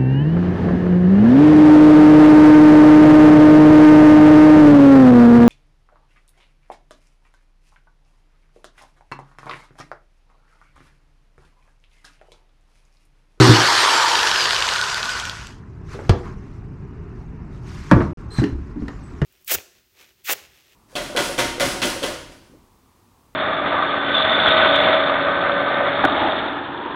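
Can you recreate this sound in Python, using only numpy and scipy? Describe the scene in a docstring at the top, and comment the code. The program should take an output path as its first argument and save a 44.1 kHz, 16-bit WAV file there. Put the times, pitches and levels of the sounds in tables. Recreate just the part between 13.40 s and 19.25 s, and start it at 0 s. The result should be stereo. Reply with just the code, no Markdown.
"""A jigsaw is lifted off a drumming plastic bin and coasts to a stop in a wooden workshop.
Its whirr is coloured noise with gear clicks and motor tones; its loose drive clacks as short dying tones.
The bin is turned over in the hand, knocked and set down: dying tones and noise for blows, hiss for rubbing.
After a short silence it is pressed under a drill, which thumps it and clicks; faint thin tones come and go.
Room tone made of low noise lies underneath, and random reflections make the workshop."""
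import sys
import numpy as np
from scipy import signal
from scipy.fft import rfft, irfft
from scipy.io import wavfile
from scipy.ndimage import uniform_filter1d

SR = 44100
rng = np.random.default_rng(int(sys.argv[2]) if len(sys.argv) > 2 else 0)


def log_audio(samples):
    """Write samples as a 16-bit WAV file to the path given in sys.argv[1]."""
    # one column per channel
    frames = np.atleast_2d(samples).T
    # limit to full scale, then quantise
    limited = np.clip(frames, -1, 1)
    pcm = np.round(limited * 32767).astype(np.int16)
    wavfile.write(sys.argv[1], SR, pcm)


N = 257984  # length in samples

# The room. Room tone colour: (frequency [Hz], relative density [dB per Hz])
HUM_COLOUR = [(15, -38), (25, -1), (138, -4.5), (280, -16), (313, -17), (374, -16), (446, -19.5),
              (477, -32.5), (569, -31.5), (1060, -29.5), (2870, -46), (3590, -79.5), (5000, -60),
              (6500, -94), (11000, -120)]
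# Room tone, low under the saw and swelling after: (time [s], level before HUM_LIFT_DB [dB])
HUM_LEVEL = [(0.35, -56), (1.94, -48.5), (2.54, -41.5), (3.08, -41.5), (4.18, -41), (5.04, -42.5),
             (5.85, -43)]
HUM_LIFT_DB = 8.0
# How alike left and right are made: (frequency [Hz], likeness [0-1])
LIKENESS = [(60, 1), (130, 0.99), (280, 0.99), (610, 0.86), (1310, 0.88), (2840, 0.47), (6140, 0.89),
            (13300, 0.39)]
# How long reflections last: (frequency [Hz], time to fall by 60 dB [s])
ROOM_DECAY = [(60, 0.77), (300, 0.48), (1000, 0.356), (4000, 0.26), (12000, 0.051)]
# The short silence: (start [s], end [s])
SILENCE = (4.733, 4.773)
EDGE_HZ = 13900  # upper band limit

# Hand and cable brushing over plastic:
# (full strength from [s], hold [s], treble level [dB], change below 1.5 kHz [dB])
RUB_STROKES = [(2.528, 0.014, -43, -16.5), (2.573, 0.22, -51.5, -15), (2.848, 0.037, -51.5, -2),
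               (2.96, 0.22, -61.5, -18), (3.759, 0.072, -62.5, -15), (4.13, 0.054, -58, -17),
               (4.286, 0.2, -46, -21), (4.498, 0.14, -47, 2), (4.772, 0.054, -58, -6),
               (4.984, 0.027, -39.5, -12), (5.12, 0.2, -61, -8), (5.4, 0.64, -57, -8.5)]
# Colour of the brushing: (frequency [Hz], relative density [dB per Hz])
RUB_COLOUR = [(290, -45), (500, -30), (660, -19), (697, -12), (973, 14.5), (1650, 3.5), (1870, 0.5),
              (3160, -12.5), (5810, -14), (13700, -37)]
RUB_RISE_DB_PER_S, RUB_FALL_DB_PER_S = 237, 146
RUB_FROM_S, RUB_REST_DB, RUB_REST_LOW_DB = 2, -66, -9  # faint rustle between the strokes

# Thin, faint gliding tones: (start [s], length [s], from pitch [Hz], to pitch [Hz], from level [dB],
# to level [dB], octave against the tone [dB])
THIN_TONES = [(3.413, .16, 2900, 2880, -77, -75, -41), (4.903, 0.051, 4090, 4150, -51, -40, -8.5),
              (4.946, 0.061, 4150, 4020, -43.5, -37, -13), (5.008, 0.14, 4080, 4100, -60, -67, -20),
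              (5.51, .1, 6920, 7350, -67, -78, -40), (5.628, 0.12, 8000, 7900, -56, -79, -42)]

# Blows on the bin: (time [s], bottom level [dB], bottom pitch [factor], walls level [dB],
# walls pitch [factor], ring length [factor], rattle level [dB], crack level [dB])
BLOWS = [(.0, -3.5, 1.05, -3, 1.066, 1.0, -33.5, -46), (0.071, -23, 1.5, -5.5, 0.94, 0.72, -24, -49.5),
         (.091, -2.5, 0.97, -3.5, 1.03, 0.79, -25, -41),
         (2.545, -49.5, 0.76, -29.5, 1.32, 0.94, -36.5, -68),
         (2.589, -49.5, 0.6, -30.5, 1.16, 0.96, -33.5, -71),
         (2.694, -0.5, .68, -10, 1.21, 0.28, -11.5, -14.5),
         (2.746, -32, 1.6, -24.5, 1.32, 0.87, -45, -74.5), (4.513, 2, 0.9, -7.5, 0.92, 0.71, -6.5, -20),
         (4.562, -13, 0.7, -9.5, .97, 1.2, -33.5, -67.5), (4.604, -16.5, 1.27, -14.5, 0.94, .9, -21, -47),
         (4.985, -8, 1.1, -9.5, 0.56, .4, -20.5, -43.5),
         (5.017, -37.5, 0.52, -10, 0.88, 0.84, -37.5, -43.5),
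         (5.039, -48.5, 0.9, -13.5, 0.9, 0.42, -31, -29.5), (5.125, -18, .6, -40, .98, 1.2, -51, -63),
         (5.358, -37, 0.93, -23, 0.81, 1.3, -46.5, -61.5),
         (5.421, -22.5, 0.48, -19.5, 0.78, 0.62, -42.5, -63.5),
         (5.482, -54.5, 1.9, -34, 0.78, 0.54, -30.5, -35.5),
         (5.817, -8, 1.23, -20.5, 1.17, 0.45, -21, -32.5)]
# Slow heave of the whole bin, then its flat bottom, before the blow's factors:
# (pitch [Hz], relative level [dB], time to fall by 60 dB [s])
BOTTOM_MODES = [(59.3, -7.5, 0.3), (115.4, -2.5, 0.4)]
# Side walls, before the blow's factors: (pitch [Hz], relative level [dB], time to fall by 60 dB [s])
WALL_MODES = [(215.1, -8.5, 0.26), (302.2, 1, 0.2), (359, 1, 0.16), (469.6, -8.5, 0.19), (519, -16, .12),
              (945, -20.5, 0.044)]
# Dense upper tones of the bin: (frequency [Hz], relative density [dB per Hz])
RATTLE_COLOUR = [(150, -20.5), (300, 4), (600, 4.5), (1100, 1), (1800, -3), (3000, -22.5), (6000, -43),
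                 (12000, -61.5)]
RATTLE_T60_S = 0.14  # time to fall by 60 dB, before the blow's ring length factor

# The loose blade drive. Last clacks as it stalls:
# (time [s], level [dB], pitch [Hz], treble tick against the clack [dB])
STALL_CLACKS = [(1.5446, -12.5, 3670, -8), (1.6298, -11.5, 3360, -23), (1.656, -17.5, 3730, -13),
                (1.694, -15, 3100, -7), (1.7992, -16, 3300, -8), (1.8532, -18.5, 2940, -4),
                (1.8966, -14, 3400, -12), (2.046, -48, 3770, -17), (2.0707, -29, 2800, 0)]
# Play taken up at set crank angles while the speed lies in a range, before random spread:
# (crank angle [0-1 of a stroke], from motor tone [Hz], down to motor tone [Hz],
# level [dB], pitch [Hz], treble tick against the clack [dB])
SLACK = [(.03, 6300, 3400, -7, 2950, -26), (.33, 6000, 2600, -18, 3500, -20),
         (.72, 4500, 2900, -12, 4000, -12)]
SLACK_FADE_DB_PER_KHZ, SLACK_SPREAD_DB, SLACK_SPREAD_PITCH = 16, 1.5, .04  # pitch spread is a fraction
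# Tones of the blade holder: (multiple of the pitch [factor], relative level [dB])
HOLDER = [(1, 0), (1.13, -3), (1.27, -3.5), (1.55, -12)]
# Its treble tick: (frequency [Hz], relative level [dB])
TICK = [(7400, 0), (6100, -2), (11600, -14.5)]
CLACK_T60_S, HOUSING_HZ, HOUSING_DB = .007, 1450, -8

# The saw. Loudness of the whirr: (time [s], level [dB])
SAW_LEVEL = [(0.0, -14.5), (0.53, -15.5), (1.47, -23.5), (1.8, -26.5), (2.11, -44), (2.25, -73.5)]
# Whirr at full speed: (frequency [Hz], relative density [dB per Hz])
FAST_COLOUR = [(180, -43.5), (300, -11.5), (606, -12.5), (783, -7.5), (849, -9.5), (949, -3), (1250, -4),
               (1660, -3), (2080, -9), (2640, -11.5), (3000, -8), (3700, -10.5), (4410, -7.5),
               (12300, -34.5), (13700, -39.5)]
# Whirr near rest: (frequency [Hz], relative density [dB per Hz])
SLOW_COLOUR = [(180, -63.5), (300, -35), (363, -16), (470, -16), (723, -13), (796, -13.5), (905, -6),
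               (1270, -6.5), (1440, -2.5), (2050, -11), (2960, -10), (4070, -14), (4480, -12.5),
               (6580, -16.5), (13700, -40.5)]
FAST_HZ, SLOW_HZ = 9000, 1500  # commutator tone at those two speeds
# Commutator partials 1-5 against the whirr, before the vents: (level [dB])
PARTIALS = [-10.5, -19., -17., -22., -17.]
# Where the tone escapes from the housing: (frequency [Hz], width [Hz], gain [dB])
VENTS = [(4780, 520, 4.), (5600, 300, -4.), (7400, 600, -6.), (8500, 350, -5.)]
# Housing rings woken as the speed passes by, before their throb:
# (frequency [Hz], width [Hz], lift [dB], commutator tone at the peak [Hz], span of that tone [Hz])
HOUSING_RINGS = [(805, 30, 9, 10200, 1300), (900, 70, 8, 6800, 1500), (1480, 70, 8, 2000, 1600)]
THROB_DB = 4  # the housing rings swell twice a stroke
# Commutator (the motor's contact ring) tone at 0 s, time constant of air drag,
# and bearing friction as a tone offset
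START_HZ, DRAG_S, FRICTION_HZ = 11869, 2.0402, 6086
BARS, TEETH_PER_TURN, TURNS_PER_STROKE = 24, 5, 9.769  # per motor turn, except the last
CRANK_START = .31  # crank angle at 0 s in strokes


def amp(db):
    """Turns decibels into a gain."""
    return 10 ** (np.asarray(db) / 20)


def evened(x):
    """Scales to an average strength (rms) of 1."""
    return x / np.sqrt(np.mean(x ** 2) + 1e-20)


def read(points, hz):
    """Reads a table between its points, along a log-frequency axis."""
    f, value = np.transpose(points)
    return np.interp(np.log(hz + 1), np.log(f + 1), value)


def level_at(rows, t):
    """Reads a level curve at times t."""
    s, level_db = np.transpose(rows)
    return np.interp(t, s, level_db)


def add(mix, s, sound):
    """Mixes a sound in at s seconds."""
    part = mix[round(s * SR):][:len(sound)]
    part += sound[:len(part)]


def pair(x, size):
    """Spectra over time for left and right: x[0] is shared, x[1] is what differs."""
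    hz, t, z = signal.stft(x, SR, nperseg=size, noverlap=size * 3 // 4)
    side = np.sqrt((1 - np.clip(read(LIKENESS, hz), 0, 1)) / 2)[:, None]
    shared = np.sqrt(1 - side ** 2) * z[0]
    return hz[:, None], t, np.array([shared + side * z[1], shared - side * z[1]])


def to_sound(z, size):
    """Turns spectra over time back into sound."""
    return signal.istft(z, nperseg=size, noverlap=size * 3 // 4)[1][:, :N]


def shaped(z, db, size):
    """Colours the spectra with a gain of unit power in each frame, then returns to sound."""
    gain = amp(db)
    gain = gain / np.sqrt(np.mean(gain ** 2, axis=0))
    return to_sound(z * gain, size)


def patches(shape, bins, frames):
    """Random unevenness of rms 1, smooth over frequency and time."""
    field = rng.standard_normal(shape[::-1]).T
    return evened(uniform_filter1d(uniform_filter1d(field, bins, 0), frames, 1))


def grains(per_s, spread_db):
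    """Sparse clicks of uneven size and sign, rms 1."""
    draw = rng.random((3, N))
    size = amp(spread_db * np.minimum(-np.log(draw[0] + 1e-9), 4))
    return evened(size * np.sign(draw[1] - .5) * (draw[2] < per_s / SR))


def blurred_tone(hz, width, pure):
    """A tone that follows hz: a steady part, pure, plus a blur of that width in Hz."""
    r = np.exp(-np.pi * width / SR)
    noise = rng.standard_normal(len(hz)) + 1j * rng.standard_normal(len(hz))
    blur = signal.lfilter([1], [1, -r], noise)
    swing = pure + blur / np.sqrt(np.mean(abs(blur) ** 2))
    return evened((swing * np.exp(2j * np.pi * np.cumsum(hz) / SR)).real)


def hum():
    """Low, lumpy room tone: noise coloured unevenly."""
    hz, _, z = pair(rng.standard_normal((2, N)) * [[1], [1.5]], size=2048)
    sound = shaped(z, read(HUM_COLOUR, hz) + 2.0 * patches(z[0].shape, 5, 6), size=2048)
    return sound * amp(level_at(HUM_LEVEL, np.arange(N) / SR) + HUM_LIFT_DB)


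def shop(x):
    """Sparse reflections of random sign, weak in the bass, each pitch range dying at its own speed."""
    taps = np.zeros((2, SR))
    at = np.arange(300, SR - 20, 20) + rng.integers(0, 20, (2, (SR - 301) // 20))
    np.put_along_axis(taps, at, rng.choice([-1., 1.], at.shape), 1)
    hz, t, z = pair(taps, size=512)
    less_bass = 1 / (1 + (170 / (hz + 1)) ** 3)
    tail = to_sound(z * amp(-60 * t / read(ROOM_DECAY, hz)) * less_bass, size=512)
    return signal.fftconvolve(x[None], tail / np.linalg.norm(tail[0]), axes=1)[:, :N]


def strokes_at(t):
    """Level and bass change of the strongest brushing stroke at times t."""
    s, hold, db, low_db = np.transpose(RUB_STROKES)[:, :, None]
    rise = RUB_RISE_DB_PER_S * np.maximum(s - t, 0)
    fall = RUB_FALL_DB_PER_S * np.maximum(t - s - hold, 0)
    level = np.vstack([db - rise - fall, RUB_REST_DB + 0 * t])
    return level.max(0), np.append(low_db, RUB_REST_LOW_DB)[level.argmax(0)]


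def rub():
    """Skin and cable slide over plastic: hiss with fine grit."""
    grit = [[.5], [0]] * grains(500, spread_db=-1.5)
    hz, frames, z = pair(rng.standard_normal((2, N)) + grit, size=256)
    bass_db = uniform_filter1d(strokes_at(frames)[1], size=15) / (1 + (hz / 1500) ** 4)
    colour = read(RUB_COLOUR, hz) + bass_db + 2.7 * patches(z[0].shape, 4, 8)
    colour = colour - 10 * np.log10(np.mean(amp(colour[15:52]) ** 2, axis=0))  # level is held in the treble
    t = np.arange(N) / SR
    fade_in = np.clip((t - RUB_FROM_S) / 0.057, 0, 1)
    return to_sound(z * amp(colour), size=256) * amp(strokes_at(t)[0]) * fade_in


def thin_tones():
    """Thin, faint gliding tones: each is slightly blurred and has a softer octave."""
    out = np.zeros(N)
    for s, length, from_hz, to_hz, from_db, to_db, octave_db in THIN_TONES:
        u = np.arange(0, 1, 1 / SR / length)  # progress from 0 to 1
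        hz = from_hz + (to_hz - from_hz) * u
        octave = amp(octave_db) * blurred_tone(2 * hz, width=260, pure=.3)
        sound = blurred_tone(hz, width=90, pure=1.1) + octave
        add(out, s, sound * amp(from_db + (to_db - from_db) * u) * signal.windows.tukey(len(u), .2))
    return out


def modes(table, t, pitch, decay, bend):
    """Dying tones, peak 1; the stretched plastic starts sharp by bend and relaxes."""
    time = t + bend * .012 * (1 - np.exp(-t / 0.014))
    ring = 0
    for hz, db, t60 in table:
        ring = ring + amp(db - 60 * t / (t60 * decay)) * np.sin(2 * np.pi * hz * pitch * time)
    ring = ring * np.sin(np.pi / 2 * np.minimum(t / 0.0048, 1)) ** 2  # soft start
    return ring / abs(ring).max()


def blows(rows):
    """The hollow bin drums in its bottom and walls; its dense upper tones rattle and a hard contact cracks."""
    out, t = np.zeros(N), np.arange(SR // 2) / SR
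    hz = np.fft.rfftfreq(len(t), 1 / SR)
    # the drill rings as well
    chuck = 2.5 * np.sin(2 * np.pi * 1820 * t) + 0.96 * np.sin(2 * np.pi * 2900 * t)
    chuck = chuck * amp(-60 * t / 0.028)
    for s, base_db, base_pitch, wall_db, wall_pitch, ring, rattle_db, crack_db in rows:
        a, b = rfft(rng.standard_normal((2, len(t))))
        rattle = evened(irfft(a * amp(read(RATTLE_COLOUR, hz)), len(t)))
        rattle = rattle * amp(-60 * t / (RATTLE_T60_S * ring)) * np.minimum(t / 0.00056, 1)
        crack = evened(irfft(b / (1 + (hz / 4500) ** 4), len(t)))
        crack = crack * amp(-60 * t / 0.036) + chuck * (s > SILENCE[0])
        # pinned under the saw, the bin cannot heave
        table = BOTTOM_MODES[1:] if s < SAW_LEVEL[-1][0] else BOTTOM_MODES
        bottom = modes(table, t, base_pitch, ring, bend=1.1 * amp(5.5 * base_db))
        walls = modes(WALL_MODES, t, wall_pitch, ring, bend=0)
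        drum = amp(base_db) * bottom + amp(wall_db) * walls
        add(out, s, drum + amp(rattle_db) * rattle + amp(crack_db) * crack)
    return out


def bin_in_shop(rows):
    """Blows, slightly different left and right, with their reflections."""
    knocks = blows(rows)
    side = 0.11 * signal.hilbert(knocks).imag  # a phase shift, equal level
    return knocks + side * [[1], [-1]] + shop(amp(-11.5) * knocks)


def motor_hz(t):
    """Commutator tone of the coasting motor, slowed by air drag and bearing friction."""
    return np.maximum((START_HZ + FRICTION_HZ) * np.exp(-t / DRAG_S) - FRICTION_HZ, 0)


def crank():
    """Strokes of the blade at every sample: motor turns geared down and added up."""
    return CRANK_START + np.cumsum(motor_hz(np.arange(N) / SR)) / SR / BARS / TURNS_PER_STROKE


def slack():
    """One clack per stroke at each crank angle, fading where the speed is out of its range."""
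    rows, strokes = [], crank()
    for angle, from_hz, to_hz, db, hz, tick_db in SLACK:
        s = np.interp(np.arange(1, int(strokes[-1])) + angle, strokes, np.arange(N) / SR)
        speed = motor_hz(s)
        off_khz = np.maximum(np.maximum(speed - from_hz, to_hz - speed), 0) / 1000
        a, b = rng.standard_normal((len(s), 2)).T
        level = db - SLACK_FADE_DB_PER_KHZ * off_khz + SLACK_SPREAD_DB * a
        rows += zip(s, level, hz * (1 + SLACK_SPREAD_PITCH * b), tick_db + 0 * s)
    return rows


def clacks():
    """Each clack rings the steel holder for a few cycles and knocks the housing."""
    out, t = np.zeros(N), np.arange(600) / SR
    tick = sum(amp(db) * np.sin(2 * np.pi * f * t) for f, db in TICK)
    housing = amp(HOUSING_DB) * np.sin(2 * np.pi * HOUSING_HZ * t)
    for s, db, hz, tick_db in slack() + STALL_CLACKS:
        holder = sum(amp(m_db) * np.sin(2 * np.pi * m * hz * t) for m, m_db in HOLDER)
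        ring = holder + housing + amp(tick_db) * tick
        add(out, s, amp(db - 60 * t / CLACK_T60_S) * ring * np.minimum(t / 0.00015, 1))
    return out


def motor_tones(tone_hz):
    """Multiples of the commutator tone, louder where the vents let them escape."""
    tones = 0
    for k, db in enumerate(PARTIALS, 1):
        partial_hz = np.minimum(k * tone_hz, SR / 3)
        escape = sum(amp(v_db) * np.exp(-((partial_hz - f) / width) ** 2) for f, width, v_db in VENTS)
        tones = tones + amp(db) * escape * blurred_tone(partial_hz, width=40, pure=2.0)
    return tones


def saw():
    """Fan air and gear chatter ring the housing; the colour darkens and the chatter thins as it slows."""
    t = np.arange(N) / SR
    tone_hz, strokes = motor_hz(t), crank()
    teeth = np.cumsum(tone_hz / BARS * TEETH_PER_TURN) / SR % 1
    puff = 1 + 1.0 * np.exp(-teeth / .3)  # each tooth meshing sharpens the hiss
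    puff = puff * (1 + 0.1 * np.cos(4 * np.pi * strokes))  # the crank loads the gears twice a stroke
    air = rng.standard_normal((2, N)) * puff
    chatter = grains(.2 * tone_hz + 300, spread_db=3.0)
    hz, frames, z = pair(evened(air) + [[.3], [0]] * chatter, size=1024)
    speed = motor_hz(frames)
    fast = np.clip((speed - SLOW_HZ) / (FAST_HZ - SLOW_HZ), -.2, 1.2)  # 0 at slow, 1 at fast
    colour = fast * read(FAST_COLOUR, hz) + (1 - fast) * read(SLOW_COLOUR, hz)
    colour = colour + 2.0 * patches(z[0].shape, 9, 5)
    throb_db = THROB_DB * np.cos(4 * np.pi * (np.interp(frames, t, strokes) + .1))
    for f, width, db, at_hz, span in HOUSING_RINGS:
        nearness = np.exp(-((hz - f) / width) ** 2 - ((speed - at_hz) / span) ** 2)
        colour = colour + (db + throb_db) * nearness
    whirr = shaped(z, colour, size=1024) + motor_tones(tone_hz)
    running = np.clip((SAW_LEVEL[-1][0] - t) / 0.033, 0, 1)
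    return amp(level_at(SAW_LEVEL, t)) * whirr * running


def scene():
    """All sources in the workshop; bin blows from before the silence do not ring on past it."""
    before = bin_in_shop([b for b in BLOWS if b[0] < SILENCE[0]])
    before = before * (np.arange(N) / SR < SILENCE[1])
    after = bin_in_shop([b for b in BLOWS if b[0] > SILENCE[0]])
    small = clacks() + thin_tones()
    return hum() + rub() + small + shop(amp(-12) * small) + before + after + saw()


def record(dry):
    """Mutes the short silence, limits the band, clips peaks beyond full scale and limits the band again."""
    t = np.arange(N) / SR
    heard = np.clip(np.maximum(SILENCE[0] - t, t - SILENCE[1]) * SR / 40, 0, 1)  # 40-sample fades
    low_pass = signal.firwin(255, EDGE_HZ, window=("kaiser", 9), fs=SR)[None]
    cut = signal.oaconvolve(dry * heard, low_pass, "same")
    return signal.oaconvolve(np.clip(cut, -1, 1), low_pass, "same")


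dry = scene()
out = record(dry)
log_audio(out)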